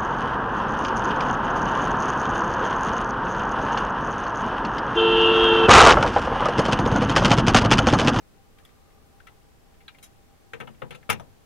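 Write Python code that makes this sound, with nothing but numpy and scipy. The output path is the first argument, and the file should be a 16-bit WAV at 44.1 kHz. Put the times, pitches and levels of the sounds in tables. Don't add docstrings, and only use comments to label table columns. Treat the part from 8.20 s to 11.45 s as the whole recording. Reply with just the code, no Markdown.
import sys
import numpy as np
from scipy import signal
from scipy.fft import rfft, irfft
from scipy.io import wavfile

SR = 44100
rng = np.random.default_rng(int(sys.argv[2]) if len(sys.argv) > 2 else 0)


def convert_level_to_amplitude(level_db):
    exponent = np.asarray(level_db, float) / 20
    return 10 ** exponent


def transcribe(u):
    v = np.clip(np.atleast_2d(u).T, -1, 1)
    q = np.round(v * 32767).astype(np.int16)
    wavfile.write(sys.argv[1], SR, q)


N = 143325

# pitch_hz, level_db (per Hz)
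HISS_COLOUR = [(25, -0.5), (70, -0.5), (150, -6), (500, -13), (1000, -18), (2000, -23), (4000, -27.5),
               (16000, -34)]
# pitch_hz, width_hz, level_db, start_s, end_s
WHISTLES = [(793, 35, -72, -1, 5), (439, 40, -75, -1, 5), (1195, 120, -73.5, 0.32, 1.05)]
# pitch_hz, lag_radians
RIGHT_LAG = [(100, 2.8), (700, 4.62), (1300, 4.72), (2100, 7), (3000, 6.15), (5000, 7.6)]
# pitch_hz, left_minus_right_db
LEFT_LEAN = [(100, 6.5), (300, 7.5), (1300, 6), (2400, 7), (4400, 1), (8000, 5.5), (14000, -3)]

# pitch_hz, level_db, fade_60db_s
BOARD_MODES = [(1100, -24, 0.096), (1260, -1.5, 0.074), (1321, 0, 0.059), (1494, -5, 0.065),
               (1600, -4.5, 0.035), (1799, -8, 0.094), (2100, -5, 0.046), (2300, 0, 0.032),
               (2700, -2, 0.034), (2789, -4.5, 0.078), (3130, -6.5, 0.086), (3346, 1, 0.033),
               (3560, -8, 0.11), (3780, -6, 0.035)]
# pitch_hz, level_db, fade_60db_s
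WALL_MODES = [(97, -1, 0.15), (130.2, 3.5, 0.3), (162, -6.5, 0.35), (209.4, -6, 0.31), (223, -5, 0.24),
              (375.5, -7, 0.21), (440, 1, 0.04), (464.2, -4, 0.17), (500, -3.5, 0.18), (545, -11, 0.18),
              (765, -11.5, 0.14), (859, -7, 0.12), (966, -11, 0.17)]
# pitch_hz, level_db, fade_60db_s
TOOL_MODES = [(4630, -12, 0.06), (7000, -8, 0.048), (6700, -23, 0.031), (9500, -17, 0.06),
              (10140, -24, .05), (12300, -23, 0.05)]
# pitch_hz, fade_60db_s
DENSE_FADE = [(100, 0.72), (500, 0.19), (1500, 0.12), (4000, 0.099), (12000, 0.047)]

# pitch_hz, level_db
CONTACT_COLOUR = [(300, -48.5), (800, -7), (1200, -2), (2600, 1.5), (4000, -2), (4700, -11), (8000, -45.5)]
# pitch_hz, level_db
FIZZ_COLOUR = [(3000, -18), (5000, 4), (6500, 10.5), (8000, 4), (10500, 10.5), (15000, 2.5), (17000, -6)]
# pitch_hz, level_db
THUMP_COLOUR = [(40, -17), (100, -7), (500, -3.5), (900, 0), (2000, -34)]

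# start_s, pitch_hz, level_db, fade_60db_s
WIRE_PINGS = [(0.384, 3200, -55, .035), (.385, 1900, -55, 0.044), (.451, 3420, -51, 0.038),
              (.451, 2980, -60, .025), (.455, 1980, -60, 0.035), (.475, 1950, -64, .03),
              (1.001, 1584, -51, 0.046), (1.068, 3340, -53, 0.062), (1.068, 1320, -48, 0.078),
              (1.073, 1970, -47, 0.056), (1.6799, 3310, -38, .04), (1.681, 3950, -38.5, .04),
              (1.682, 2390, -52, 0.13), (1.682, 1583, -43.5, 0.049), (1.69, 2840, -47, 0.055),
              (1.745, 2116, -53, 0.033), (1.746, 2400, -55, .03), (1.786, 3980, -58, 0.036),
              (1.787, 2480, -60, .03), (1.827, 3900, -52, .08), (1.827, 2190, -52, 0.074),
              (1.84, 3820, -51, 0.072), (2.828, 2100, -56, .04)]
# start_s, pitch_hz, level_db, fade_60db_s
PANEL_CLANGS = [(2.3334, 1310, -42, 0.036), (2.3335, 1600, -49, 0.034), (2.3335, 1960, -49, 0.028),
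                (2.335, 2600, -37, 0.033), (2.334, 870, -51, .04), (2.334, 458, -39, 0.17),
                (2.334, 509, -50, .19), (2.334, 137, -50, .13), (2.402, 1277, -34.5, 0.1),
                (2.401, 456, -47, 0.18), (2.403, 513, -45, .25), (2.403, 861, -51, 0.093),
                (2.476, 2940, -45, .05), (2.618, 1390, -40, 0.056), (2.619, 888, -40, .06),
                (2.62, 516, -37, 0.094), (2.625, 197, -48, 0.21), (2.708, 482, -55, 0.14),
                (2.708, 2900, -48, 0.046), (2.721, 1334, -49, 0.21), (2.894, 1260, -31, 0.023),
                (2.8997, 2670, -16.5, 0.025), (2.8995, 2286, -22, .06), (2.8995, 2100, -24, 0.059),
                (2.8995, 3250, -32, .035), (2.903, 856, -44, .05), (2.9035, 1326, -24, .03),
                (2.893, 470, -37, .06), (2.8995, 3540, -25, .025), (2.9047, 1597, -34, .04),
                (2.897, 251, -37, .15), (2.401, 1615, -50, .05), (2.402, 138, -46, 0.33),
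                (2.475, 1350, -48, .05), (2.478, 850, -51, 0.058), (2.619, 762, -52, 0.09),
                (2.619, 1105, -48, .12), (2.621, 124, -50, .2), (2.645, 300, -58, .12),
                (2.709, 140, -52, .3), (2.746, 536, -51, .1), (2.829, 1700, -54, .04),
                (2.407, 2250, -47, 0.033)]
# start_s, level_db, panel_hz
WALL_PUSHES = [(1.085, -56.5, 790), (2.336, -50, 480), (2.405, -59, 134), (2.408, -53, 500),
               (2.485, -52, 211), (2.62, -52, 920), (2.628, -49, 240), (2.72, -48, 157), (2.75, -51, 545),
               (2.895, -34.5, 97), (2.904, -41.5, 246), (2.901, -40.5, 446), (3.0, -43.5, 650)]
# start_s, level_db, accent_hz, accent_db, fizz_db
WIRE_TICKS = [(0.385, -55, 3160, -9, -58), (0.397, -60.5, 1690, 16, -68), (0.45, -55, 3470, 10, -51.5),
              (0.458, -57.5, 1970, 22, -70), (0.474, -65, 2000, 7, -66), (0.4912, -61, 2800, -2, -72),
              (0.498, -66, 3300, 7, -72), (0.704, -60, 1980, 17, -76), (1.001, -50, 1560, 20, -67),
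              (1.07, -50.5, 3300, -3, -53), (1.073, -50, 1980, 15, -68), (1.083, -52.5, 1310, 8, -66),
              (1.541, -65, 2740, -1, -68), (1.605, -55, 2100, 17, -72), (1.613, -60, 2480, 5, -72),
              (1.6805, -41, 3860, 11.5, -51), (1.686, -44.5, 2470, 4, -73), (1.747, -51.5, 2100, 16, -64),
              (1.785, -55, 3000, 2, -56)]
# start_s, level_db, accent_hz, fizz_db, length_s
WIRE_SLIDES = [
    (1.826, -49, 3980, -37, 0.02),
    (1.848, -56.5, 3680, -48.5, 0.019),
    (2.718, -43, 1340, -56, 0.017),
    (2.746, -42, 2900, -47.5, 0.0099),
]
# start_s, level_db, accent_hz, fizz_db, thump_db
HANDLE_KNOCKS = [
    (2.3338, -34.5, 1780, -48, -43.5),
    (2.4016, -36.5, 1380, -51, -41),
    (2.4082, -36.5, 1870, -54, -41.5),
    (2.472, -49, 2650, -70, -49.5),
    (2.4751, -45.5, 1360, -59, -52.5),
    (2.548, -63, 2380, -77, -67),
    (2.619, -36.5, 1230, -76, -36),
    (2.707, -40, 2760, -47, -46),
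    (2.828, -55, 1550, -64, -70),
    (2.997, -45, 815, -48.5, -48),
]
# start_s, level_db, accent_hz, fizz_db, thump_db
HARD_BLOW = [
    (2.8913, -38, 1380, -48, -36.5),
    (2.8928, -28.5, 1350, -43, -36.5),
    (2.8966, -27, 1190, -33, -34.5),
    (2.8992, -23.5, 2300, -20.5, -36),
    (2.9005, -26, 2740, -29, -40.5),
    (2.906, -26, 1397, -39, -36.5),
    (2.915, -31, 2300, -33, -46),
    (2.926, -32, 2580, -34.5, -43),
]


def read(points, hz):
    point_hz, value = np.transpose(points)
    return np.interp(np.log(hz + 1), np.log(point_hz + 1), value)


def unit(x):
    return x / np.sqrt(np.sum(x ** 2) + 1e-20)


def slow(hz):
    t = np.arange(N) / SR
    waves = [np.sin(2 * np.pi * (f * t + rng.random())) for f in np.geomspace(hz / 10, hz, 8)]
    return sum(waves) / 2


def room():
    f, t = np.fft.rfftfreq(N, 1 / SR), np.arange(N) / SR
    hiss = irfft(rfft(rng.standard_normal((2, N))) * convert_level_to_amplitude(read(HISS_COLOUR, f)), N)
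    hiss_db = -55.5 + 0.18 * slow(3.9) + np.array([[0.4], [-0.4]])
    out = convert_level_to_amplitude(hiss_db) * unit(hiss) * np.sqrt(2 * N)
    for hz, width_hz, db, start, end in WHISTLES:
        narrow = 1 + ((f - hz) / width_hz * 2) ** 2
        tone = irfft(rfft(rng.standard_normal(N)) / narrow, N)
        on = np.clip(np.minimum(t - start, end - t) / 0.051, 0, 1)
        tone_db = db + 1.1 * slow(1.89) + np.array([[3.0], [-3.0]])
        out += convert_level_to_amplitude(tone_db) * unit(tone) * np.sqrt(N) * on
    return out


def cabinet(spot, damp):
    t = np.arange(SR // 4) / SR
    hz, db, t60 = np.transpose(BOARD_MODES + WALL_MODES + TOOL_MODES)[:, :, None]
    size = convert_level_to_amplitude(db - 60 * t / t60)
    detune, phase = spot[40:40 + len(hz), None], spot[80:80 + len(hz), None]
    turn = 2 * np.pi * (hz * (1 + 0.014 * detune) * t + phase)
    left = (size * np.sin(turn)).sum(0)
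    right = (size * np.sin(turn - read(RIGHT_LAG, hz))).sum(0)
    modes = np.array([left, right])
    f, u, z = signal.stft(rng.standard_normal((2, len(t))), SR, nperseg=256)
    fade = convert_level_to_amplitude(-60 * u / read(DENSE_FADE, f)[:, None])
    dense = signal.istft(z * fade, SR, nperseg=256)[1][:, :len(t)]
    rise = np.minimum(t / 0.00069, 1)
    out = (unit(modes) + convert_level_to_amplitude(-1) * unit(dense)) * rise
    out[[0, 1], [0, 9]] += convert_level_to_amplitude(-14)
    return out * np.exp(-damp * t)


def rings():
    mix, t = np.zeros((2, N)), np.arange(SR // 4) / SR
    for (s, hz, db, t60), start in zip(WIRE_PINGS + PANEL_CLANGS, rng.random(size=70)):
        turn = 2 * np.pi * (hz * t + start) - np.array([[0], [read(RIGHT_LAG, hz)]])
        swell_s = 0.00067 + 0.65 / hz
        swell = 1 - np.exp(-t / swell_s)
        mix[:, round(s * SR):][:, :len(t)] += swell * convert_level_to_amplitude(db - 60 * t / t60) * np.sin(turn)
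    return mix


def pulse(shape, hz=1000, accent_db=0, octaves=1, soft_db=0):
    f = np.abs(np.fft.fftfreq(4096, 1 / SR)) + 1
    octaves_up = np.log2(f / hz)
    accent = accent_db * np.exp(-0.5 * (octaves_up / octaves) ** 2)
    db = read(shape, f) + accent + soft_db * np.maximum(octaves_up, 0)
    spectrum = np.exp(np.conj(signal.hilbert(db * np.log(10) / 20)))
    return unit(np.fft.ifft(spectrum).real[:1500])


def add(mix, s, db, click, fizz_db, luck, thump_db=-99, length=0, damp=0, top_hz=16000):
    t = np.arange(2000) / SR
    hits = luck[:2000] ** 3 * (t <= length)
    drive = convert_level_to_amplitude(db) * np.convolve(unit(hits), click)
    grit = luck[2000:4000] * np.exp(-(t / (length + 0.0025)) ** 4)
    drive += convert_level_to_amplitude(fizz_db) * np.convolve(unit(grit), pulse(FIZZ_COLOUR, top_hz, soft_db=-55))
    drive[:1500] += convert_level_to_amplitude(thump_db) * pulse(THUMP_COLOUR)
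    sound = signal.fftconvolve(drive[None], cabinet(luck[4000:], damp), axes=1)
    part = mix[:, round(s * SR):][:, :sound.shape[1]]
    part += sound[:, :part.shape[1]]


def pushes(mix, luck):
    for s, db, hz in WALL_PUSHES:
        add(mix, s, db, pulse(THUMP_COLOUR, hz, 15, 0.27), -99, next(luck))


def wires(mix, luck):
    damp = 17.4
    for s, db, hz, accent_db, fizz_db in WIRE_TICKS:
        click = pulse(CONTACT_COLOUR, hz, accent_db, 0.14, 1)
        add(mix, s, db, click, fizz_db, next(luck), damp=damp)
    for s, db, hz, fizz_db, length in WIRE_SLIDES:
        click = pulse(CONTACT_COLOUR, hz, 2.4, 0.22)
        add(mix, s, db, click, fizz_db, next(luck), db - 11.5, length, damp, 13000)


def knocks(mix, luck):
    for s, db, hz, fizz_db, thump_db in HANDLE_KNOCKS:
        click = pulse(CONTACT_COLOUR, hz, 7.5, 0.57, -4.5)
        add(mix, s, db, click, fizz_db, next(luck), thump_db)
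    for s, db, hz, fizz_db, thump_db in HARD_BLOW:
        click = pulse(CONTACT_COLOUR, hz, 6.5, 0.085, -5.0)
        add(mix, s, db, click, fizz_db, next(luck), thump_db)


def handling():
    mix = np.zeros((2, N))
    luck = iter(rng.standard_normal((64, 4120)))
    pushes(mix, luck)
    wires(mix, luck)
    knocks(mix, luck)
    mix = convert_level_to_amplitude(23.5) * mix + rings()
    lean = read(LEFT_LEAN, np.fft.rfftfreq(N, 1 / SR)) / 2
    return irfft(rfft(mix) * convert_level_to_amplitude(np.array([lean, -lean])), N)


def scene():
    return room() + handling()


def roll_off(x):
    return signal.sosfilt(signal.butter(12, 16470, fs=SR, output="sos"), x)


def record(dry):
    low_pass = signal.firwin(255, 15850, fs=SR)
    mix = signal.oaconvolve(dry, low_pass[None], "same")
    return roll_off(mix)


dry = scene()
out = record(dry)
transcribe(out)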